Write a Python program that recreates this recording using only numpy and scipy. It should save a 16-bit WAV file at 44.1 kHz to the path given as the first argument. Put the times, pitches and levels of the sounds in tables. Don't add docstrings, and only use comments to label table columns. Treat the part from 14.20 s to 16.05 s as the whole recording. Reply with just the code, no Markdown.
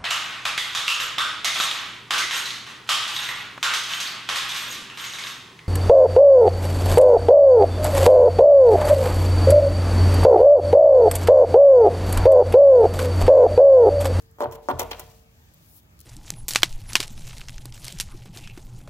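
import sys
import numpy as np
from scipy import signal
from scipy.io import wavfile

SR = 44100
rng = np.random.default_rng(int(sys.argv[2]) if len(sys.argv) > 2 else 0)


def gain_from_decibels(decibels):
    exponent = np.asarray(decibels, float) / 20
    return 10 ** exponent


def file_out(sig):
    cols = np.atleast_2d(sig).T
    lim = np.clip(cols, -1, 1)
    pcm = np.round(lim * 32767).astype(np.int16)
    wavfile.write(sys.argv[1], SR, pcm)


N = 81585

# start_s [s], knock_db on the tube [dB], crack_db of shell [dB], crack_hz [Hz], hardness_db [dB per octave]
KNOCKS = [(0.1854, -36, -52, 3160, 2), (0.2057, -13, -25, 6000, 1.5), (0.2168, -21, -25, 6000, -3),
          (0.2240, -18, -26.5, 6000, 0.5), (.2340, -15.5, -31, 6000, -1.5), (.2500, -20, -52, 5000, -3.5),
          (.2580, -17, -50, 5000, 2), (.3130, -28.5, -29.5, 9000, -6), (0.325, -54, -26, 10000, 2),
          (.3500, -40, -43, 6000, 0), (.4590, -39, -54, 5000, -4), (0.4866, -11, -20.5, 5750, 5.5),
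          (0.4997, -16.5, -36, 6900, 1), (0.5019, -15.5, -30, 7000, 1), (0.5064, -13.5, -43, 8700, 1),
          (.5145, -14, -40, 6900, -3), (0.593, -38, -9, 11000, -1), (0.5965, -16, -4, 8650, 0.5),
          (0.599, -41, -30, 6000, -7), (0.6018, -29.5, -17, 7000, 5), (0.6034, -26, -26, 4900, -2),
          (0.6150, -21.5, -24, 11000, -5), (0.6185, -22, -17, 7960, 1), (0.629, -38, -22, 7900, 3),
          (0.6570, -36, -40, 13000, -2), (0.712, -32, -25.5, 5530, -3), (0.7141, -28, -16.5, 3000, 8),
          (0.7165, -31, -21, 2000, 9.5), (0.72, -32, -25, 2520, 9), (.7262, -69, -34, 3520, -1),
          (.7370, -40, -47, 2024, -6.5), (0.7962, -39, -16, 12000, 1), (0.7955, -31, -31, 8700, -5),
          (0.801, -60, -37, 8100, 2), (.8010, -64, -39, 8100, 2)]
TOP_HZ = 16000


def rms_one(x):
    return x / np.sqrt(np.mean(x ** 2) + 1e-20)


def at_hz(points, hz):
    points = np.array(points)
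    return np.interp(np.log(hz), np.log(points[:, 0] + 1), points[:, 1])


def band(x, lo_hz, hi_hz):
    sos = signal.butter(2, [lo_hz, min(hi_hz, 20000)], "band", fs=SR, output="sos")
    return signal.sosfilt(sos, x)


def drift(rate):
    r = np.exp(-80 * np.pi * rate / SR)
    white = rng.standard_normal(N // 40 + 2002)
    slow = signal.lfilter([1], [1, -2 * r, r * r], white)[2000:]
    return np.interp(np.arange(N) / 40, np.arange(len(slow)), rms_one(slow))


def grains(per_s, spread_db):
    sizes = gain_from_decibels(spread_db * np.minimum(rng.exponential(1, N), 4))
    sizes *= rng.choice([-1, 1], N)
    return rms_one(sizes * (rng.random(N) < per_s / SR))


def clicks(times, db):
    out = np.zeros(N)
    out[(np.array(times) * SR).astype(int)] = gain_from_decibels(np.array(db))
    return out


def air():
    # pitch_hz [Hz], level_db [dB]
    air_curve = [(28, -14), (70, -0.5), (150, -6.5), (400, -22.5), (900, -22.5), (6700, -35), (9500, -47),
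                 (13400, -37)]
    # pitch_hz [Hz], likeness [-1 to 1]
    likeness = [(60, 0.94), (240, 0.87), (950, -0.3), (3770, -0.69), (15000, 0.99)]
    # pitch_hz [Hz], left_minus_right_db [dB]
    side_balance = [(60, -1), (380, 0), (2380, -0.5), (15000, 7.5)]
    out, together = 0, drift(0.51)
    edges_hz = TOP_HZ * 2 ** np.arange(-9.5, .1, .5)
    white = rng.standard_normal((2, 2, N + 8000))
    for k, (low, high) in enumerate(zip(edges_hz, edges_hz[1:])):
        steep = band(band(white[k % 2], low, high), low, high)
        mid, side = steep[:, 8000:]
        hz = np.sqrt(low * high)
        alike = np.clip(at_hz(likeness, hz), -1, 1)
        balance_db = at_hz(side_balance, hz) * np.array([[.5], [-.5]])
        gain = gain_from_decibels(at_hz(air_curve, hz) + together + 2.0 * drift(7.8) + balance_db)
        out = out + gain * (np.sqrt(1 + alike) * mid + np.sqrt(1 - alike) * side * [[1], [-1]])
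    return gain_from_decibels(-55) * rms_one(out)


def snaps(rows, decay_s):
    out, t = np.zeros(N), np.arange(400) / SR
    bursts = rng.standard_normal((len(rows), 400))
    for (start_s, db, hz, octaves), noise in zip(rows, bursts):
        click = (t == 0) + 0.26 * noise * np.exp(-t / decay_s)
        half = 2 ** (octaves / 2)
        tick = band(click, hz / half, hz * half)
        first = int(start_s * SR)
        out[first:first + 400] += gain_from_decibels(db) * tick / np.abs(tick).max()
    return out


def scatter(x, lead_s):
    fade_s, smear_db = .003, -4
    t = np.arange(900) / SR
    paths = rng.standard_normal((2, 900)) * np.exp(-t / fade_s)
    paths *= gain_from_decibels(smear_db) / np.sqrt(np.sum(paths ** 2, axis=1, keepdims=True))
    paths[0, 0], paths[1, int(lead_s * SR)] = 1, 1
    smeared = signal.fftconvolve(x * np.ones((2, 1)), paths, axes=1)[:, :N]
    return smeared / np.sqrt(1 + gain_from_decibels(2 * smear_db))


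def loose_bits():
    # start_s [s], peak_db [dB], pitch_hz [Hz], width_octaves [octaves]
    bit_ticks = [(.017, -74.5, 13000, 1.2), (.023, -41, 6970, 1.3), (.040, -68, 10600, 1.5),
                 (.113, -43.5, 9400, 1), (.122, -63, 13300, 1), (1.338, -39.5, 11940, 2.4),
                 (1.343, -37.5, 13500, 0.25), (1.632, -45, 11000, 1.23), (1.692, -55, 2200, 0.52),
                 (1.7918, -33, 7400, 2.4), (1.7965, -47, 4300, 1.8), (1.8025, -43, 9000, 2.9),
                 (1.8042, -25, 8000, 2.6), (1.8062, -42, 8000, 2.2), (1.8085, -39, 7000, 2.8),
                 (1.8128, -27, 7900, 3.3), (1.8152, -39, 8000, 1.8)]
    # time_s [s], level_db [dB], coarse_part_db [dB]
    rustle = [(0, -71, 3), (0.168, -80, -6), (.40, -100, -7), (.43, -66, 2), (.55, -76.5, 13),
              (.80, -63.5, 5.5), (1.019, -67, 0), (1.039, -74.5, 2), (1.33, -74.5, 6.5), (1.439, -63.5, -3),
              (1.53, -56.5, -12.5), (1.576, -52.5, -14.5), (1.599, -59.5, -4.5), (1.612, -71.5, -14),
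              (1.85, -75, 9)]
    time_s, level_db, coarse_db = np.transpose(rustle)
    t = np.arange(N) / SR
    loudness = gain_from_decibels(np.interp(t, time_s, level_db) + 1.0 * drift(40))
    hiss = np.array([grains(9000, 2.9), grains(5700, 4.3)])
    fine = band(hiss, 11000, 21700)
    coarse = gain_from_decibels(np.interp(t, time_s, coarse_db)) * band(hiss, 2440, 7170)
    ticks = scatter(snaps(bit_ticks, .00015), lead_s=.00028)
    return ticks + 2 * loudness * (fine - coarse)


def dragging(column, fall_s=0.011):
    # hold_s [s], tube_push_db [dB], coarse_rasp_db [dB], fine_rasp_db [dB]
    drags = [(0.031, -48.5, -56.5, -54.5), (0.036, -29.5, -41.5, -45.5), (0.044, -53, -51, -49.5),
             (0.019, -23.5, -38.5, -40.5), (0.0069, -40.5, -40, -46), (0.0066, -34.5, -26.5, -22.5),
             (0.024, -38, -50.5, -45), (0.0078, -42.5, -30, -33.5), (0.02, -51.5, -52, -63),
             (0.012, -50.5, -42, -47), (0.0093, -49, -42.5, -35)]
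    drag_starts = [.185, .2055, .312, .4875, .588, .5942, .608, .710, .722, .783, .793]
    rise_s = 0.0004
    t, out = np.arange(N) / SR, np.zeros(N)
    for start_s, row in zip(drag_starts, drags):
        rise = np.clip((t - start_s) / rise_s, 0, 1)
        fall = np.exp(-np.maximum(t - start_s - row[0], 0) / fall_s)
        out += gain_from_decibels(row[column]) * rise * fall
    return out


def modes(table, spread_db, earlier_db=-150):
    left_leads_s, earlier_s = 0.000202, .6
    start_s, knock_db, _, _, hardness_db = np.transpose(KNOCKS)
    out, push = np.zeros((2, N)), dragging(column=1)
    for hz, level_db, t60_s in table:
        uneven_db = spread_db * rng.standard_normal(len(start_s))
        hits = clicks(start_s, knock_db - 14 + hardness_db * np.log2(hz / 600) + uneven_db)
        slips = 0.068 * push * grains(1600, 4.1)
        force = slips - hits
        force[0] = gain_from_decibels(earlier_db - 60 * earlier_s / t60_s)
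        r, w = gain_from_decibels(-60 / (t60_s * SR)), 2 * np.pi * hz / SR
        ring = gain_from_decibels(level_db) * signal.lfilter([1], [1, -r * np.exp(1j * w)], force + 1e-18)
        ear_phase = w * SR * left_leads_s + 0.39 * rng.standard_normal()
        out += np.imag(ring * np.exp(.5j * ear_phase * np.array([[1], [-1]])))
    return out


def soft_contact(x):
    return signal.sosfilt(signal.butter(3, [262, 1670], "band", fs=SR, output="sos"), x)


def whole_tube():
    # pitch_hz [Hz], level_db [dB], t60_s [s to fall 60 dB]
    tube_notes = [(452, -25, 1.4), (459, -35, 1.0), (620, -28, .95), (222, -28, 1.1), (334, -39, .9),
                  (395, -35, 1.0), (522, -33, .8), (580, -33, .6), (690, -35, .6), (720, -30, 1.0),
                  (800, -35, .8), (904, -37, .7), (1020, -36, .9), (1141, -40, .8)]
    return soft_contact(modes(tube_notes, spread_db=1.5, earlier_db=-8))


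def near_wall():
    # pitch_hz [Hz], level_db [dB], t60_s [s to fall 60 dB]
    wall_notes = [(278.8, -15.5, 0.17), (370, -15, 0.18), (417, -22, 0.1), (472.8, 0, 0.1),
                  (588.4, 0, 0.089), (654.5, -12.5, 0.2), (742, -1, 0.085), (850, -2.5, 0.042),
                  (923.6, 0.5, 0.047), (1005, -2.5, 0.056), (1131, -9.5, 0.052), (1281, -12, 0.038),
                  (1440, -14.5, 0.067), (1750, -17, .04)]
    return soft_contact(modes(wall_notes, spread_db=1.5))


def boat_frame():
    # pitch_hz [Hz], level_db [dB], t60_s [s to fall 60 dB]
    frame_notes = [(49, -26, 0.74), (86, -22.5, 0.66), (123.5, -17.5, 0.16), (153, -24, 0.17)]
    lag_s = 0.03444
    shudder = band(modes(frame_notes, spread_db=3.0), 62, 460)
    return np.pad(shudder, ((0, 0), (int(lag_s * SR), 0)))[:, :N]


def blade(x):
    # pitch_hz [Hz], width_hz [Hz], level_db [dB]
    blade_notes = [(2200, 580, -16.5), (3375, 440, 7), (4124, 550, 2.5), (6000, 600, 5.5), (7040, 334, 1),
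                   (13000, 9300, 5), (14780, 4400, -1)]
    out = 0.83 * x
    for k, (hz, width_hz, db) in enumerate(blade_notes):
        r = np.exp(-np.pi * width_hz / SR)
        top = np.array([1, 0, -1]) * (1 - r * r) / 2
        bottom = [1, -2 * r * np.cos(2 * np.pi * hz / SR), r * r]
        out = out + (-1) ** k * gain_from_decibels(db) * signal.lfilter(top, bottom, x)
    return out


def rasp():
    shared, *own = (grains(5000, 3) for _ in range(3))
    grit = (shared + 1.04 * np.array(own)) * gain_from_decibels(5.4 * drift(74))
    coarse = rms_one(band(grit, 790, 3580)) * dragging(column=2)
    fine = rms_one(blade(band(grit, 4920, 15500))) * dragging(column=3, fall_s=0.0055)
    crack_rows = [(start_s, crack_db, hz, 1.6) for start_s, _, crack_db, hz, _ in KNOCKS]
    cracks = snaps(crack_rows, .0002)
    return blade(coarse) + fine + blade(cracks)


def inside(x):
    low_t60_s, high_t60_s, build_up_s = 0.6, 0.79, 0.0038
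    t = np.arange(SR) / SR
    noise = rng.standard_normal((3, SR))
    noise = noise[:1] + .5 * noise[1:]
    low = signal.sosfilt(signal.butter(2, 3200, fs=SR, output="sos"), noise)
    high = 0.25 * (noise - low)
    tail = low * gain_from_decibels(-60 * t / low_t60_s) + high * gain_from_decibels(-60 * t / high_t60_s)
    tail *= np.minimum(t / build_up_s, 1)
    tail /= np.sqrt(np.mean(np.sum(tail ** 2, axis=1)))
    return gain_from_decibels(-18) * signal.fftconvolve(x[None], tail, axes=1)[:, :N]


def scene():
    outdoors, bits = air(), loose_bits()
    tube, wall, frame, grit = whole_tube(), near_wall(), boat_frame(), rasp()
    echo = inside(wall[0] + gain_from_decibels(0.5) * grit[0])
    jabs = wall + tube + frame + scatter(grit, lead_s=.00015) + echo
    return jabs * gain_from_decibels([[0.3], [-0.3]]) + bits * gain_from_decibels([[2.1], [-2.1]]) + outdoors


def roll_off(x):
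    return signal.sosfilt(signal.butter(12, 17150, fs=SR, output="sos"), x)


def record(dry):
    steep_cut = signal.ellip(8, .5, 32, TOP_HZ, fs=SR, output="sos")
    mix = signal.sosfilt(steep_cut, dry)
    return roll_off(mix)


dry = scene()
out = record(dry)
file_out(out)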